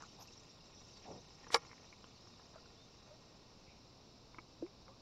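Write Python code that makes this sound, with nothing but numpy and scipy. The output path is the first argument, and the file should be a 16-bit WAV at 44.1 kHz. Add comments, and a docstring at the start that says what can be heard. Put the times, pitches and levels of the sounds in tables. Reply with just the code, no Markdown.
"""A still lake, heard from a kayak through a body camera's microphone, close to an angler's hands.
The angler takes up a baitcasting rod and winds. The clutch snaps in, the handle ticks and the gears
rustle, all by small blows that ring the reel. Hands and sleeves rub, a watch strap clinks, and bubbles
plop at the hull. Far off, two songbirds whistle over a faint steady hiss, a brighter flickering one
and a low hum."""
import sys
import numpy as np
from scipy import signal
from scipy.fft import rfft, irfft
from scipy.io import wavfile

SR = 44100
rng = np.random.default_rng(int(sys.argv[2]) if len(sys.argv) > 2 else 0)


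def transcribe(u):
    """Save the signal u as a 16-bit wav file named by the first command-line argument.

    u: samples, shape (n,) or (channels, n), limited to [-1, 1]; the rate is SR.
    q: integer samples, one column per channel.
    """
    v = np.clip(np.atleast_2d(u).T, -1, 1)
    q = np.round(v * 32767).astype(np.int16)
    wavfile.write(sys.argv[1], SR, q)


N = 220985
TIME = np.arange(N) / SR

# ringing of the reel on its rod, before the hand damps it: pitch_hz, gain_db, t60_s
REEL_RESONANCES = [(233, -14.5, 0.041), (346.5, 0.5, 0.081), (470, 7, 0.08), (530, -2, 0.062),
                   (636, -6.5, 0.067), (813, -2, 0.098), (888, -1.5, 0.11), (1029, -2.5, .053),
                   (1070, 3.5, 0.041), (1160, 0, 0.053), (1243, -7, 0.079), (1385, -2.5, 0.075),
                   (1670, -7.5, 0.055), (1860, -2.5, 0.04), (2040, -6, 0.041), (2127, -1, 0.047),
                   (2214, -3.5, 0.076), (2360, 1, 0.041), (2804, -10.5, 0.053), (3030, 2, 0.023),
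                   (3890, 12, .014), (4716, 13, 0.013), (5120, 19, 0.0063), (5696, 5, 0.024),
                   (5700, 3, 0.012), (7200, -7, 0.03), (7340, -5, 0.048), (7740, -30, .06),
                   (9260, -3, 0.069), (9900, -2, .035), (9950, -11, 0.029), (10750, -3, 0.066),
                   (11430, -10, 0.086), (14300, -6, .04)]
# parts of the clutch landing and bouncing: start_s, level_db, tone_hz
CLUTCH_CONTACTS = [(1.5425, -16.5, 866), (1.5436, -19.5, 2240), (1.5443, -13.5, 5170),
                   (1.5454, -18.5, 3940), (1.5458, -31, 7260), (1.5463, -18, 5370), (1.5466, -21, 1250),
                   (1.5555, -25, 755), (1.5589, -29.5, 5170), (1.5608, -27, 1300), (1.5622, -44, 9500),
                   (1.5708, -44, 5200)]
# play in the handle being taken up: start_s, knock_db, click_db, click_hz
HANDLE_TICKS = [(0.0234, -41.5, -51, 1350), (1.443, -66, -49, 1900), (1.468, -44.5, -55, 1640),
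                (1.504, -39.5, -42, 1920), (1.65, -51, -54, 2180), (1.7062, -58, -56, 2180),
                (1.714, -51, -45.5, 1980), (1.73, -49, -48, 2040), (1.779, -75, -51.5, 1990),
                (1.9266, -56, -47, 2260), (2.042, -47.5, -47, 3130), (2.272, -54.5, -72, 2100),
                (2.396, -52, -58, 1590), (2.542, -55, -61, 1540), (2.559, -50, -63, 1500),
                (2.579, -57, -60, 1400), (2.657, -57, -60, 1460), (4.3453, -46.5, -50.5, 2090),
                (4.3844, -41, -44, 2200), (4.3875, -40, -43, 2200), (4.6642, -57, -54.5, 2290),
                (4.8807, -48, -58, 2100)]
# gear rustle as the hand finds the handle and winds: time_s, level_db
GEAR_LEVELS = [(1.2, -73), (1.45, -67.5), (1.6, -62), (1.8, -71.5), (2.4, -74.5), (2.7, -74.5),
               (3.0, -73.5), (5, -88)]
# contacts of the gear teeth: tone_hz, gain_db
GEAR_CONTACTS = [(1200, -4), (2150, 4)]
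# links of the watch strap meeting: start_s, level_db, tone_hz
STRAP_CLINKS = [(.0225, -53.5, 5960), (.207, -52.5, 5530), (.221, -50, 5800), (.273, -56, 5800),
                (.332, -58, 5900), (.433, -67, 6440)]
# skin, cloth and strap sliding: start_s, length_s, centre_hz, width_octaves, level_db
GRIP_RUBS = [(0.002, 0.018, 1010, 1.34, -56.5), (0.029, 0.024, 1290, 0.37, -57.5),
             (0.18, 0.063, 880, 0.79, -57), (0.192, 0.071, 11960, 0.12, -70),
             (1.031, 0.05, 2300, 0.76, -63.5), (1.047, 0.1, 760, 0.55, -55), (1.043, 0.18, 240, 2.9, -51),
             (2.53, 0.073, 990, 1.23, -64), (3.041, 0.11, 840, 1, -70), (3.645, 0.15, 2390, 0.38, -70),
             (4.864, 0.055, 900, 0.65, -65)]
# air pockets closing at the hull: start_s, pitch_hz, level_db, t60_s, rise_octaves_per_s
HULL_BUBBLES = [(2.5570, 616, -42, 0.04, 5.9), (3.068, 598, -66, 0.32, 0.91),
                (3.106, 573, -53.5, 0.33, 4.2), (4.610, 219, -48, 0.15, 20),
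                (4.6245, 483, -21, 0.012, 0.55), (4.626, 308, -32.5, 0.13, 8.8),
                (4.880, 522, -56.5, 0.31, 2.2), (4.888, 920, -55, 0.064, 13), (4.910, 1110, -63, 0.28, 4)]
# slurs of the distant birds, up or down; the first three rows are higher wisps of the twittering bird: start_s,
# length_s, first_hz, last_hz, level_db
SONG_SLURS = [(.745, 0.083, 5450, 5750, -65), (.875, 0.049, 5550, 5300, -63), (.94, 0.055, 4550, 4350, -63),
              (1.653, 0.039, 3610, 4550, -64), (1.862, .058, 3370, 4550, -65),
              (2.075, 0.052, 3500, 3200, -72), (2.143, .042, 4650, 3950, -65),
              (2.178, 0.038, 3850, 5400, -69), (2.3, 0.053, 3650, 4740, -70),
              (2.325, .042, 3750, 3300, -70), (2.39, 0.053, 5310, 4200, -71), (2.43, .052, 4230, 5600, -66),
              (2.555, 0.048, 4550, 4600, -65), (2.646, .034, 5350, 3400, -64),
              (2.686, 0.047, 5000, 4200, -68), (2.768, 0.094, 3380, 3620, -65)]
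# spectrum of the steady hiss: frequency_hz, gain_db
HISS_SPECTRUM = [(20, -0.5), (55, 2.5), (170, 2), (450, -3.5), (1050, -8.5), (1800, -21.5), (2500, -18),
                 (3250, -21), (3900, -11.5), (5600, -12.5), (6600, -39), (7450, -46), (7850, -42.5),
                 (15500, -43.5)]
# spectrum of the brighter hiss: frequency_hz, gain_db
SIZZLE_SPECTRUM = [(1500, -27), (2700, 3.5), (3250, -5.5), (3800, 5.5), (4400, -3.5), (5400, 9),
                   (6300, -0.5), (7150, -7.5), (7450, -1.5), (7850, -25), (12000, -29), (15000, -50)]
# the brighter hiss swelling twice, then fading: time_s, level_db
SIZZLE_LEVELS = [(0, -64), (.5, -67), (.72, -69), (.9, -64), (1.12, -67), (1.5, -67.5), (1.68, -67),
                 (1.86, -67), (2.0, -67.5), (2.6, -68.5), (2.85, -69), (5, -71)]


def clutch():
    """Close to the microphone the clutch snaps in once; its parts land in turn and bounce."""
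    return ring_reel(CLUTCH_CONTACTS, octaves=0.58, spill_db=-18.5, t60_scale=0.82,
                     crack_db=-40, crack_t60_s=0.018, contact_s=0.0001, mode_ratio=-1)


def ring_reel(contacts, octaves, spill_db, t60_scale, crack_db, crack_t60_s, contact_s, mode_ratio):
    """Each contact rings the reel's modes near its own tone; a grip (t60_scale < 1) shortens the ring."""
    out, t = np.zeros(N), TIME[:SR // 5]
    hz, mode_db, t60_s = np.transpose(REEL_RESONANCES)
    modes = np.sin(2 * np.pi * np.outer(hz, t)) * decay(t, t60_scale * t60_s[:, None])
    # a ratio of -1 starts neighbouring modes opposed; just under 1, in step and weaker going up
    mode_gain = mode_ratio ** np.arange(len(hz)) * undb(mode_db)
    attack = 1 - np.exp(-t / contact_s)
    for start_s, level_db, tone_hz in contacts:
        near_tone = np.exp(-0.5 * (np.log2(hz / tone_hz) / octaves) ** 2)
        spill = undb(spill_db) * (hz < tone_hz)  # through the frame into the lower modes
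        body = attack * (((near_tone + spill) * mode_gain) @ modes)
        crack = attack * noise_burst(t, tone_hz, 2 * octaves, crack_t60_s)  # loose parts chatter
        add(out, start_s, undb(level_db) * (body / np.abs(body).max() + undb(crack_db) * crack))
    return out


def handle(knock_hz=1170, thud_hz=440, thud_loss_db=12, click_lag_s=0.0006):
    """Each tick of the handle is a knock, a weaker thud down the rod and a brighter click just after."""
    knocks = [(s, db, knock_hz) for s, db, _, _ in HANDLE_TICKS]
    thuds = [(s, db - thud_loss_db, thud_hz) for s, db, _, _ in HANDLE_TICKS]
    clicks = [(s + click_lag_s, db, hz) for s, _, db, hz in HANDLE_TICKS]
    dull = ring_reel(knocks + thuds, octaves=0.26, spill_db=-18, t60_scale=0.5,
                     crack_db=-17, crack_t60_s=0.025, contact_s=0.00025, mode_ratio=0.95)
    bright = ring_reel(clicks, octaves=0.096, spill_db=-36, t60_scale=0.43,
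                       crack_db=-14, crack_t60_s=0.048, contact_s=0.0006, mode_ratio=0.85)
    return dull + bright


def gears(touches_per_s=220):
    """Gear teeth touch lightly at uneven moments; the reel's ringing blends them into a soft rustle."""
    touches = (rng.random(N) < touches_per_s / SR) * rng.standard_normal(N)
    ring = ring_reel([(0, db, hz) for hz, db in GEAR_CONTACTS], octaves=0.56, spill_db=-31, t60_scale=1,
                     crack_db=-16, crack_t60_s=0.045, contact_s=0.00014, mode_ratio=0.83)
    rustle = unit(signal.fftconvolve(touches, ring[:SR // 5])[:N])
    return rustle * undb(np.interp(TIME, *np.transpose(GEAR_LEVELS)))


def watch_strap():
    """Strap links clink as the wrist turns, voiced with the same resonances as the reel."""
    return ring_reel(STRAP_CLINKS, octaves=0.17, spill_db=-7, t60_scale=0.42,
                     crack_db=-2.5, crack_t60_s=0.072, contact_s=0.0004, mode_ratio=-1)


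def rubs(rise_share=0.35, swish_start_s=1.506, swish_db=-40):
    """Hands and sleeves slide near the microphone. Apart from them, a brief swish swells and fades around the
    snap of the clutch."""
    out = np.zeros(N)
    for start_s, length_s, hz, octaves, level_db in GRIP_RUBS:
        rub = slide(rise_share * length_s, (1 - rise_share) * length_s, hz, octaves, curve=0.7)
        add(out, start_s, undb(level_db) * rub)
    swish = slide(rise_s=0.038, fall_s=0.036, hz=1450, octaves=4.3, curve=1.2)
    add(out, swish_start_s, undb(swish_db) * swish)
    return out


def slide(rise_s, fall_s, hz, octaves, curve, spread_db=1.5):
    """Friction: dense tiny slips of uneven size swell and die away with the pressure."""
    t = TIME[:SR // 2]
    slips = rng.standard_normal(len(t)) * undb(spread_db * wander(190)[:len(t)])
    pressure = np.interp(t, [0, rise_s, rise_s + fall_s], [0, 1, 0]) ** curve
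    return pressure * unit(band(slips, hz, octaves))


def plops(close_s=0.0028, life_s=0.044, slap_db=-18.5):
    """Water slaps the hull; each trapped bubble rings, rising in pitch until it dies at the surface."""
    out, t = np.zeros(N), TIME[:SR // 8]
    for start_s, hz, level_db, t60_s, rise in HULL_BUBBLES:
        bubble = sine(hz * 2 ** (rise * t))
        envelope = (1 - np.exp(-t / close_s)) * decay(t, t60_s) * np.exp(-(t / life_s) ** 4)
        slap = noise_burst(t, 1.47 * hz, octaves=1.65, t60_s=0.092)
        add(out, start_s, undb(level_db) * envelope * (bubble + undb(slap_db) * slap))
    return out


def birds():
    """Far from the kayak, one bird whistles cleanly in the open; another twitters deep in the trees."""
    song = whistles(SONG_SLURS, warble_octaves=0.006, warble_per_s=200,
                    flutter_db=2, echo_db=-12, echo_t60_s=0.4)
    twitter = whistles(trill_notes(), warble_octaves=0.055, warble_per_s=600,
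                       flutter_db=5, echo_db=-4, echo_t60_s=0.3)
    return song + twitter


def trill_notes(count=14, first_s=0.654, period_s=0.0915, chip_s=0.023, centre_hz=5330):
    """The second bird's evenly paced falling chips, never quite alike, with softer rising ones between."""
    sweep_octaves, scatter_octaves = 0.305, 0.07
    level_db, scatter_db, softer_db = -60.5, 3, 5.5
    notes = []
    for k, (pitch, effort) in enumerate(rng.uniform(-1.04, 1, (count, 2))):
        start_s = first_s + k * period_s
        chip_db = level_db + scatter_db * effort
        high, low = centre_hz * 2 ** (scatter_octaves * pitch + sweep_octaves * np.array([0.5, -0.5]))
        notes.append((start_s, chip_s, high, low, chip_db))
        notes.append((start_s + period_s / 2, chip_s, low, high, chip_db - softer_db))
    return notes


def whistles(notes, warble_octaves, warble_per_s, flutter_db, echo_db, echo_t60_s, arch_octaves=0.0585):
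    """Thin gliding whistles, broken up by the moving air and smeared by the trees on the bank."""
    direct = np.zeros(N)
    for start_s, length_s, first_hz, last_hz, level_db in notes:
        progress = np.linspace(0, 1, int(length_s * SR))
        arch = np.abs(np.sin(np.pi * progress))
        glide_hz = first_hz * (last_hz / first_hz) ** progress
        warble = warble_octaves * wander(warble_per_s)[:len(progress)]
        tone = sine(glide_hz * 2 ** (arch_octaves * arch + warble))
        add(direct, start_s, undb(level_db) * np.sqrt(arch) * tone)
    direct *= np.minimum(undb(flutter_db * wander(90)), 1)
    trees = rng.standard_normal(SR) * decay(TIME[:SR], echo_t60_s)
    echo = signal.fftconvolve(direct, trees / np.linalg.norm(trees))[:N]
    return direct + undb(echo_db) * echo


def hiss(level_db=-62):
    """A faint steady hiss lies behind everything."""
    return colour(rng.standard_normal(N), HISS_SPECTRUM) * undb(level_db + 0.039 * wander(8.8))


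def hum(pitch_hz=119.5, level_db=-74.5):
    """A low hum wavers slightly in pitch and level."""
    tone = np.sqrt(2) * sine(pitch_hz + 1.51 * wander(4.5))
    return tone * undb(level_db + 1.5 * wander(2))


def sizzle(flicker_db=5, settle_s=3.8):
    """A brighter hiss whose narrow bands flicker each on their own, then settle."""
    depth_db = flicker_db * np.exp(-(TIME / settle_s) ** 2)
    bands = sum(undb(depth_db * wander(90)) * band(rng.standard_normal(N), hz, octaves=1 / 7)
                for hz in np.geomspace(2000, 14000, 20))
    level_db = np.interp(TIME, *np.transpose(SIZZLE_LEVELS)) + 0.11 * depth_db * wander(120)
    return colour(bands, SIZZLE_SPECTRUM) * undb(level_db)


def undb(db):
    """Decibels to gain."""
    return 10 ** (np.asarray(db) / 20)


def unit(x):
    """Scale to rms 1."""
    return x / np.sqrt(np.mean(x ** 2))


def add(out, start_s, sound):
    """Mix a sound in at start_s."""
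    i = int(np.clip(round(start_s * SR), 0, N))
    out[i:i + len(sound)] += sound[:N - i]


def sine(hz):
    """A tone that follows a changing pitch."""
    return np.sin(2 * np.pi * np.cumsum(hz) / SR)


def decay(t, t60_s):
    """An envelope that falls 60 dB in t60_s."""
    return np.exp(-np.log(1000) * t / t60_s)


def band(x, hz, octaves):
    """Steep band-pass around hz."""
    edges = np.minimum(hz * 2 ** (np.array([-0.5, 0.5]) * octaves), [0.4 * SR, 0.45 * SR])
    return signal.sosfilt(signal.butter(3, edges, "bandpass", fs=SR, output="sos"), x)


def noise_burst(t, hz, octaves, t60_s):
    """A band of noise dying away."""
    return unit(band(rng.standard_normal(len(t)), hz, octaves)) * decay(t, t60_s)


def colour(x, spectrum):
    """Filter by a curve of (frequency_hz, gain_db) points and scale to rms 1."""
    hz, db = np.transpose(spectrum)
    bins_hz = np.maximum(np.fft.rfftfreq(N, 1 / SR), 1)
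    gain = undb(np.interp(np.log(bins_hz), np.log(hz), db))
    return unit(irfft(rfft(x) * gain, N))


def wander(steps_per_s):
    """Random drift with a spread near 1; it holds still after its last step."""
    steps = rng.standard_normal(1024)
    return np.interp(TIME * steps_per_s, np.arange(len(steps)), steps)


def scene():
    """The angler close by and the lake around, in open air, on one channel."""
    lake = hiss() + hum() + sizzle() + plops() + birds()
    angler = clutch() + watch_strap() + handle() + gears() + rubs()
    return (angler + lake)[None]


def record(dry):
    """The body camera cuts the top treble steeply."""
    top_hz = 15700
    return signal.sosfilt(signal.ellip(8, 0.2, 70, top_hz, fs=SR, output="sos"), dry)


dry = scene()
out = record(dry)
transcribe(out)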